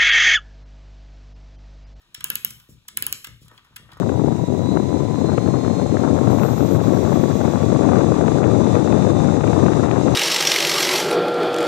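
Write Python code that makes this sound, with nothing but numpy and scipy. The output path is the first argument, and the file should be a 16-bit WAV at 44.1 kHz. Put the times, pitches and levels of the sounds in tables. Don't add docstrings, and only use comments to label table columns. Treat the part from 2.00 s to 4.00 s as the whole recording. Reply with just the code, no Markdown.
import sys
import numpy as np
from scipy import signal
from scipy.fft import rfft, irfft
from scipy.io import wavfile
from scipy.ndimage import uniform_filter1d

SR = 44100
rng = np.random.default_rng(int(sys.argv[2]) if len(sys.argv) > 2 else 0)


def gain_from_decibels(decibels):
    exponent = np.asarray(decibels, float) / 20
    return 10 ** exponent


def master(y):
    cut = np.clip(np.atleast_2d(y).T, -1, 1)
    pcm = np.round(cut * 32767)
    wavfile.write(sys.argv[1], SR, pcm.astype(np.int16))


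N = 88200


def at_hz(points, hz):
    p = np.array(points)
    return np.interp(np.log(hz + 1), np.log(p[:, 0]), p[:, 1])


def in_time(rows):
    seconds, db = np.transpose(rows)
    return gain_from_decibels(np.interp(np.arange(N) / SR, seconds, db))


def butter(x, order, hz, kind):
    return signal.sosfilt(signal.butter(order, hz, kind, fs=SR, output="sos"), x)


def ring(push, hz, t60):
    r = gain_from_decibels(-60 / (max(t60, .002) * SR))
    w = 2 * np.pi * min(hz, 19000) / SR
    return signal.lfilter([0, np.sin(w)], [1, -2 * r * np.cos(w), r * r], push + 1e-18)


# frequency [Hz], level [dB].
AIR_COLOUR = [(15, -23.5), (25, 4.5), (868, -28), (1810, -45), (2320, -11.5), (3890, -10.5), (4710, -18.5),
              (15700, -30), (17000, -67)]


def room_air():
    colour = gain_from_decibels(at_hz(AIR_COLOUR, np.fft.rfftfreq(N, 1 / SR)))
    air = irfft(rfft(rng.standard_normal((2, N))) * colour, N)
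    return gain_from_decibels(-65) * air / air.std()


# frequency [Hz], level [dB], decay time t60 [s].
WOOD_MODES = [(58.2, -10, 0.052), (91.7, -7, 0.034), (114.4, -7.5, 0.13), (161, -13, 0.11),
              (200.8, -12.5, 0.12), (228, -14, 0.066), (306, -10, 0.03), (379, -14, 0.028),
              (462, -13.5, 0.022), (651, -21.5, 0.028)]
# time [s], level [dB].
HAND_PRESSURE = [(0.0, -69.5), (0.2, -62.5), (0.37, -52), (0.6, -62), (0.71, -116), (0.81, -74),
                 (0.93, -58.5), (1.03, -47), (1.21, -65.5), (1.6, -67.5), (1.73, -64), (2.0, -52.5)]


def hand_pressure():
    lumps = rng.standard_normal((len(WOOD_MODES), N)) * (rng.random(N) < 150 / SR)
    lumps = lumps * in_time(HAND_PRESSURE)
    out = np.zeros(N)
    for lump, (hz, db, t60) in zip(lumps, WOOD_MODES):
        tilt_db = -1.5 + 3.8 * np.log2(hz / 116)
        out += gain_from_decibels(db) * ring(gain_from_decibels(tilt_db) * lump, hz, t60)
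    return out


HIT_SPREAD_DB = 1.5


def slips(rows, modes, part_on, tilt_on, lag_s=0, rise=1 / 3, spring_hz=None, per_s=7000):
    out = np.zeros(N + 8000)
    t = np.arange(5000) / SR
    mode_hz, mode_db, mode_t60 = np.transpose(modes)
    for k, (s, db, part_db, ms, tilt) in enumerate(rows):
        rise_s = rise * ms / 1000
        shape = (1 - np.exp(-t / rise_s)) ** 2 * np.exp(-t / (ms / 2000))
        chance, size = rng.random((2, len(t)))
        contacts = (chance < per_s / SR) * np.log(size)
        bursts = shape * contacts * rng.standard_normal((len(modes), len(t)))

        level_draw, pitch_draw = rng.standard_normal((2, len(modes)))
        pitch = mode_hz * (1 + .015 * pitch_draw)
        if spring_hz is not None:
            pitch[7] = spring_hz[k]
        body_db = part_on * part_db + tilt_on * tilt * np.log2(pitch / 2000)
        gain = gain_from_decibels(db - 8.5 + mode_db + body_db + HIT_SPREAD_DB * level_draw)

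        i = int((s + lag_s - rise_s) * SR)
        for push, hz, g, t60 in zip(bursts, pitch, gain, mode_t60):
            rung = ring(push, hz, t60)
            click_energy = max(t60, .002) * SR / (4 * np.log(1000))
            out[i:i + len(t)] += g * rung * np.sqrt(click_energy / np.sum(rung ** 2))
    return out[:N]


# time [s], peak [dB], bright part [dB], length [ms], tilt [dB per octave].
WHEEL_NUDGES = [(0.017, -62.5, 2.5, 8.7, 22), (0.85, -54, -34, 15, -4), (1.512, -36, -21, 24, -1),
                (1.532, -43, -16, 15, -2), (1.583, -37.5, -27, 18, 5), (1.645, -43, -13, 22, 1.5),
                (1.668, -49, -23, 8.8, -2.5), (1.722, -58, -27, 14, 0), (1.9, -44.5, -22, 12, 1.5),
                (1.887, -36, -37, 20, 1), (1.916, -50, -23, 17, 1), (1.936, -45, -14, 14.6, 11),
                (1.969, -35, -16.5, 12.7, -3)]
# time [s], level [dB].
RAIL_SHUFFLE = [(0, -78), (.1, -82.5), (.6, -79), (.8, -87), (1.4, -91.5), (1.5, -71), (1.6, -85),
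                (1.72, -77), (1.86, -76.5), (1.92, -61.5), (2, -76.5)]
# frequency [Hz], level [dB], decay time t60 [s].
RAIL_MODES = [(659, -10, 0.0049), (810, -6.5, 0.0078), (977, -9.5, 0.047), (1197, 7.5, 0.0066),
              (1260, 2, 0.011), (1560, -4, 0.024), (1846, -5.5, 0.037), (3140, -1, 0.0047)]
# frequency [Hz], level [dB], t60 [s].
PAWL_MODES = [(4540, 1.5, 0.0053), (5350, 8.5, 0.015), (6630, -1.5, 0.036), (8750, 15.5, 0.001),
              (9000, -14, 0.0016), (9470, 16, 0.0015), (9800, 8.5, 0.0019), (12020, 7, 0.0084),
              (13300, 16, 0.0017), (15800, 1.5, 0.001)]


def wheels():
    nudges = slips(WHEEL_NUDGES, RAIL_MODES, 0, 1, rise=.03, per_s=900)
    nudges = nudges + slips(WHEEL_NUDGES, PAWL_MODES, 1, 0, rise=.03)
    grit = (rng.random(N) < 500 / SR) * rng.standard_normal((len(RAIL_MODES), N))
    grit = grit * in_time(RAIL_SHUFFLE)
    shuffle = sum(gain_from_decibels(db) * ring(g, hz, t60) for g, (hz, db, t60) in zip(grit, RAIL_MODES))
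    return butter(nudges + gain_from_decibels(9.5) * shuffle, 2, 500, "high")


# time [s], peak [dB], tin body [dB], slip length [ms], body tilt [dB per octave].
KEY_PLAY = [(0.1447, -31.5, -5, 2.9, 2), (0.1472, -30.5, 1.5, 3.2, -1), (0.2066, -36.5, 8, 3.2, -5),
            (0.5062, -30, -3.5, 3.44, -5), (0.5987, -45.5, 1.5, 4.7, -2), (0.8818, -32.5, -21, 3.9, -10),
            (0.8842, -29.5, -1, 4.17, -2.5), (0.968, -47.5, 4.5, 6, 11.5), (1.2424, -38, -5, 2.76, -6),
            (1.2444, -28.5, 4, 3.83, -3), (1.2697, -34.5, 3.5, 2.6, -8), (1.4808, -45.5, -5, 4.4, 3),
            (1.5767, -53.5, 10, 3.9, 4.5), (1.7612, -36, -2, 3.7, 6), (1.7637, -32, 3, 2.74, -7.5),
            (1.7665, -40, 7, 2.06, -3), (1.932, -48.5, -4, 2.6, 10), (1.9173, -48.5, 7, 7.4, 2)]
# time [s], level [dB], tin body [dB], length [ms], body tilt [dB per octave].
SKIN_RUBS = [
    (0.696, -43.5, -37, 49, -30),
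    (1.421, -44.5, -13.5, 57, 12),
    (1.552, -52.5, 4, 40, -4),
]
# frequency [Hz], level [dB], decay time t60 [s].
SHANK_MODES = [(5440, 8, 0.0065), (6200, -0.5, 0.0087), (6940, 1.5, 0.012), (7630, 0, 0.015),
               (8700, 13, .003), (9400, 12, 0.0046), (11280, 5, 0.0092), (12500, 3.5, 0.0026),
               (13400, 8, .003), (15200, 8, 0.0059)]
# frequency [Hz], level [dB], decay time t60 [s].
KEY_TIN_MODES = [(968, -12.5, 0.034), (1306, -8.5, 0.042), (1625, 0.5, 0.017), (1810, -18.5, 0.025),
                 (2120, -5.5, 0.029), (2580, -1, 0.021), (3030, 4, 0.018), (3360, 6.5, 0.019),
                 (4010, 2.5, 0.017), (4700, 1, 0.015)]
BODY_LAG_S = 0.000856


def key():
    touches = KEY_PLAY + SKIN_RUBS
    return slips(touches, SHANK_MODES, 0, 0) + slips(touches, KEY_TIN_MODES, 1, 1, BODY_LAG_S)


# time [s], peak [dB], sharp part [dB].
TABLE_KNOCKS = [(0.178, -41.5, -7.5), (0.242, -42.5, -3), (0.299, -41, 0), (0.445, -41.5, -2.5),
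                (0.521, -45, -11), (0.566, -55, -7), (0.631, -63, -6.5), (0.6899, -36, -7),
                (0.716, -54, -8.5), (0.739, -51.5, -7.5), (0.754, -50.5, -12), (0.775, -53.5, -11.5),
                (0.796, -63.5, -5), (0.918, -54.5, -19), (0.973, -39, -5.5), (1.022, -38, -2),
                (1.068, -40, -7), (1.122, -56.5, 6), (1.271, -42.5, -5), (1.287, -36, -9),
                (1.416, -38.5, -8.5), (1.443, -49.5, -11), (1.519, -54, 2.5), (1.579, -56, -7),
                (1.707, -46, -8), (1.797, -42, -7.5), (1.829, -60.5, 4), (1.93, -39, -12), (1.97, -55, 3)]


def knocks():
    out = np.zeros(N + SR)
    draws = rng.standard_normal((len(TABLE_KNOCKS), len(WOOD_MODES), 2))
    click = np.eye(1, SR // 4)[0]
    for k, (hz, db, t60) in enumerate(WOOD_MODES):
        sign = (-1) ** (k // 3)
        for (s, hit_db, sharp_db), draw in zip(TABLE_KNOCKS, draws):
            level_draw, pitch_draw = draw[k]
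            tilt_db = (sharp_db + 8) * np.log2(hz / 116)
            gain = sign * gain_from_decibels(db + hit_db - 3 + HIT_SPREAD_DB * level_draw + tilt_db)
            i = int(s * SR)
            out[i:i + len(click)] += gain * ring(click, hz * (1 + .015 * pitch_draw), t60)
    return out[:N]


# time [s], peak [dB], tin body [dB], slip length [ms], body tilt [dB per octave].
TOOTH_SNAPS = [
    (0.2423, -11, -12.5, 1.95, -8),
    (0.3019, -12.5, -8.5, 1.86, -5.5),
    (0.355, -13, -16.5, 2.56, 5.5),
    (0.4478, -9.5, -18, 1.45, -1.5),
    (0.972, -11, -11.5, 1.29, -7),
    (1.0237, -13, -11.5, 1.21, -1.5),
    (1.066, -13, -10.5, 1.42, -9),
    (1.1261, -14, -16.5, 1.17, 6),
]
# time [s], peak [dB], frequency [Hz].
SPRING_PITCH = [(0.2418, -8, 11650), (0.3007, -12, 12360), (0.3536, -23, 11500), (0.4469, -10, 12360),
                (0.9712, -16, 12120), (1.0226, -14, 12400), (1.065, -9, 11700), (1.1248, -10, 11380)]
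# frequency [Hz], level [dB], decay time t60 [s].
TIN_MODES = [(938, -17.5, 0.068), (1019, -20, 0.14), (1217, -40.5, 0.074), (1350, -10, 0.028),
             (1515, -14.5, 0.013), (1611, -4, 0.035), (1709, -7, 0.062), (2170, -7.5, 0.027),
             (2570, 1, 0.02), (2765, 6, 0.0054), (2973, 11, 0.034), (3080, 10, 0.0055),
             (3420, -9.5, 0.0067), (4104, 11.5, 0.0083)]


def ratchet():
    hard = [(hz, db + 14.5 * np.log2(hz / 12000), t60) for hz, db, t60 in PAWL_MODES]
    short = np.array(TOOTH_SNAPS) * [1, 1, 1, .5, 1]
    pawl = slips(short, hard, 0, 0, spring_hz=np.array(SPRING_PITCH)[:, 2])
    body = slips(TOOTH_SNAPS, TIN_MODES, 1, 1, BODY_LAG_S)
    loose = [(s + .004, db - 7.5, part, 15, tilt) for s, db, part, _, tilt in TOOTH_SNAPS]
    return pawl + body + slips(loose, KEY_TIN_MODES, 1, 1, rise=.1, per_s=1500)


def clockwork():
    return butter(key() + ratchet(), 4, 1110, "high") + wheels()


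def table():
    return butter(hand_pressure() + knocks(), 2, [60, 700], "band")


def scattered(x):
    wobble = uniform_filter1d(rng.standard_normal(N), size=40)
    turns = 300 * np.cumsum(wobble / wobble.std()) / SR
    smeared = np.real(signal.hilbert(x) * np.exp(2j * np.pi * turns))
    return butter(smeared, 4, 900, "high")


# frequency [Hz], t60 [s].
ROOM_DECAY = [(100, 0.32), (1000, 0.31), (3000, 0.4), (8000, 0.39), (16000, 0.6)]
# frequency [Hz], level [dB].
TAIL_COLOUR = [(100, 7), (1000, -11), (3000, -13), (8000, -17.5), (16000, -34)]


def room(x):
    t = np.arange(SR) / SR
    edges = 60 * 2 ** np.arange(0, 8.3, .5)
    white = rng.standard_normal((2, 2, SR))
    tail = 0
    for k, (low, high) in enumerate(zip(edges, edges[1:])):
        hz = np.sqrt(low * high)
        level_db = at_hz(TAIL_COLOUR, hz) - 21.5 - 60 * t / at_hz(ROOM_DECAY, hz)
        tail = tail + butter(white[k % 2], 2, [low, high], "band") * gain_from_decibels(level_db)
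    tail = tail * (1 - np.exp(-(t / .004) ** 2))
    return signal.fftconvolve(x[None], tail)[:, :N]


# frequency [Hz], left lead [radians].
LEFT_LEAD = [(0, 0), (1600, 1.2), (2300, 2.0), (2900, 2.8), (3600, 1.7), (4650, 2.9), (5340, 2.4),
             (6950, 0), (17000, -14.2)]
# frequency [Hz], likeness [0 to 1].
LIKENESS = [(60, .92), (300, .65), (600, .55), (1200, .72), (2500, .62), (5000, .55), (7000, .995),
            (16000, .999)]
# frequency [Hz], left over right [dB].
LEFT_OVER_RIGHT = [(60, 3.4), (500, 3.2), (1400, 1.6), (3000, 3.1), (6000, 0), (16000, -.3)]


def scene():
    tin, wood = clockwork(), table()
    echo_delay = int(.0165 * SR)
    direct = tin + wood + gain_from_decibels(-24) * np.pad(tin, (echo_delay, 0))[:N]
    diffuse = room(scattered(tin) + gain_from_decibels(-6) * wood) + room_air()

    size = N + 4096
    hz = np.fft.rfftfreq(size, 1 / SR)
    near = rfft(direct, size)
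    one, other = rfft(diffuse, size)
    like = at_hz(LIKENESS, hz)
    same = np.sqrt((1 + like) / 2) * (near + one)
    apart = np.sqrt((1 - like) / 2) * (other + rfft(clockwork(), size))
    lead = np.exp(.5j * np.interp(hz, *np.transpose(LEFT_LEAD)))
    turn = lead * gain_from_decibels(at_hz(LEFT_OVER_RIGHT, hz) / 2)
    return irfft([(same + apart) * turn, (same - apart) / turn], size)[:, :N]


def band_limit(x):
    return signal.sosfilt(signal.butter(12, 17140, fs=SR, output="sos"), x)


def record(dry):
    mix = signal.sosfilt(signal.cheby2(12, 70, 17000, fs=SR, output="sos"), dry)
    return band_limit(mix)


dry = scene()
out = record(dry)
master(out)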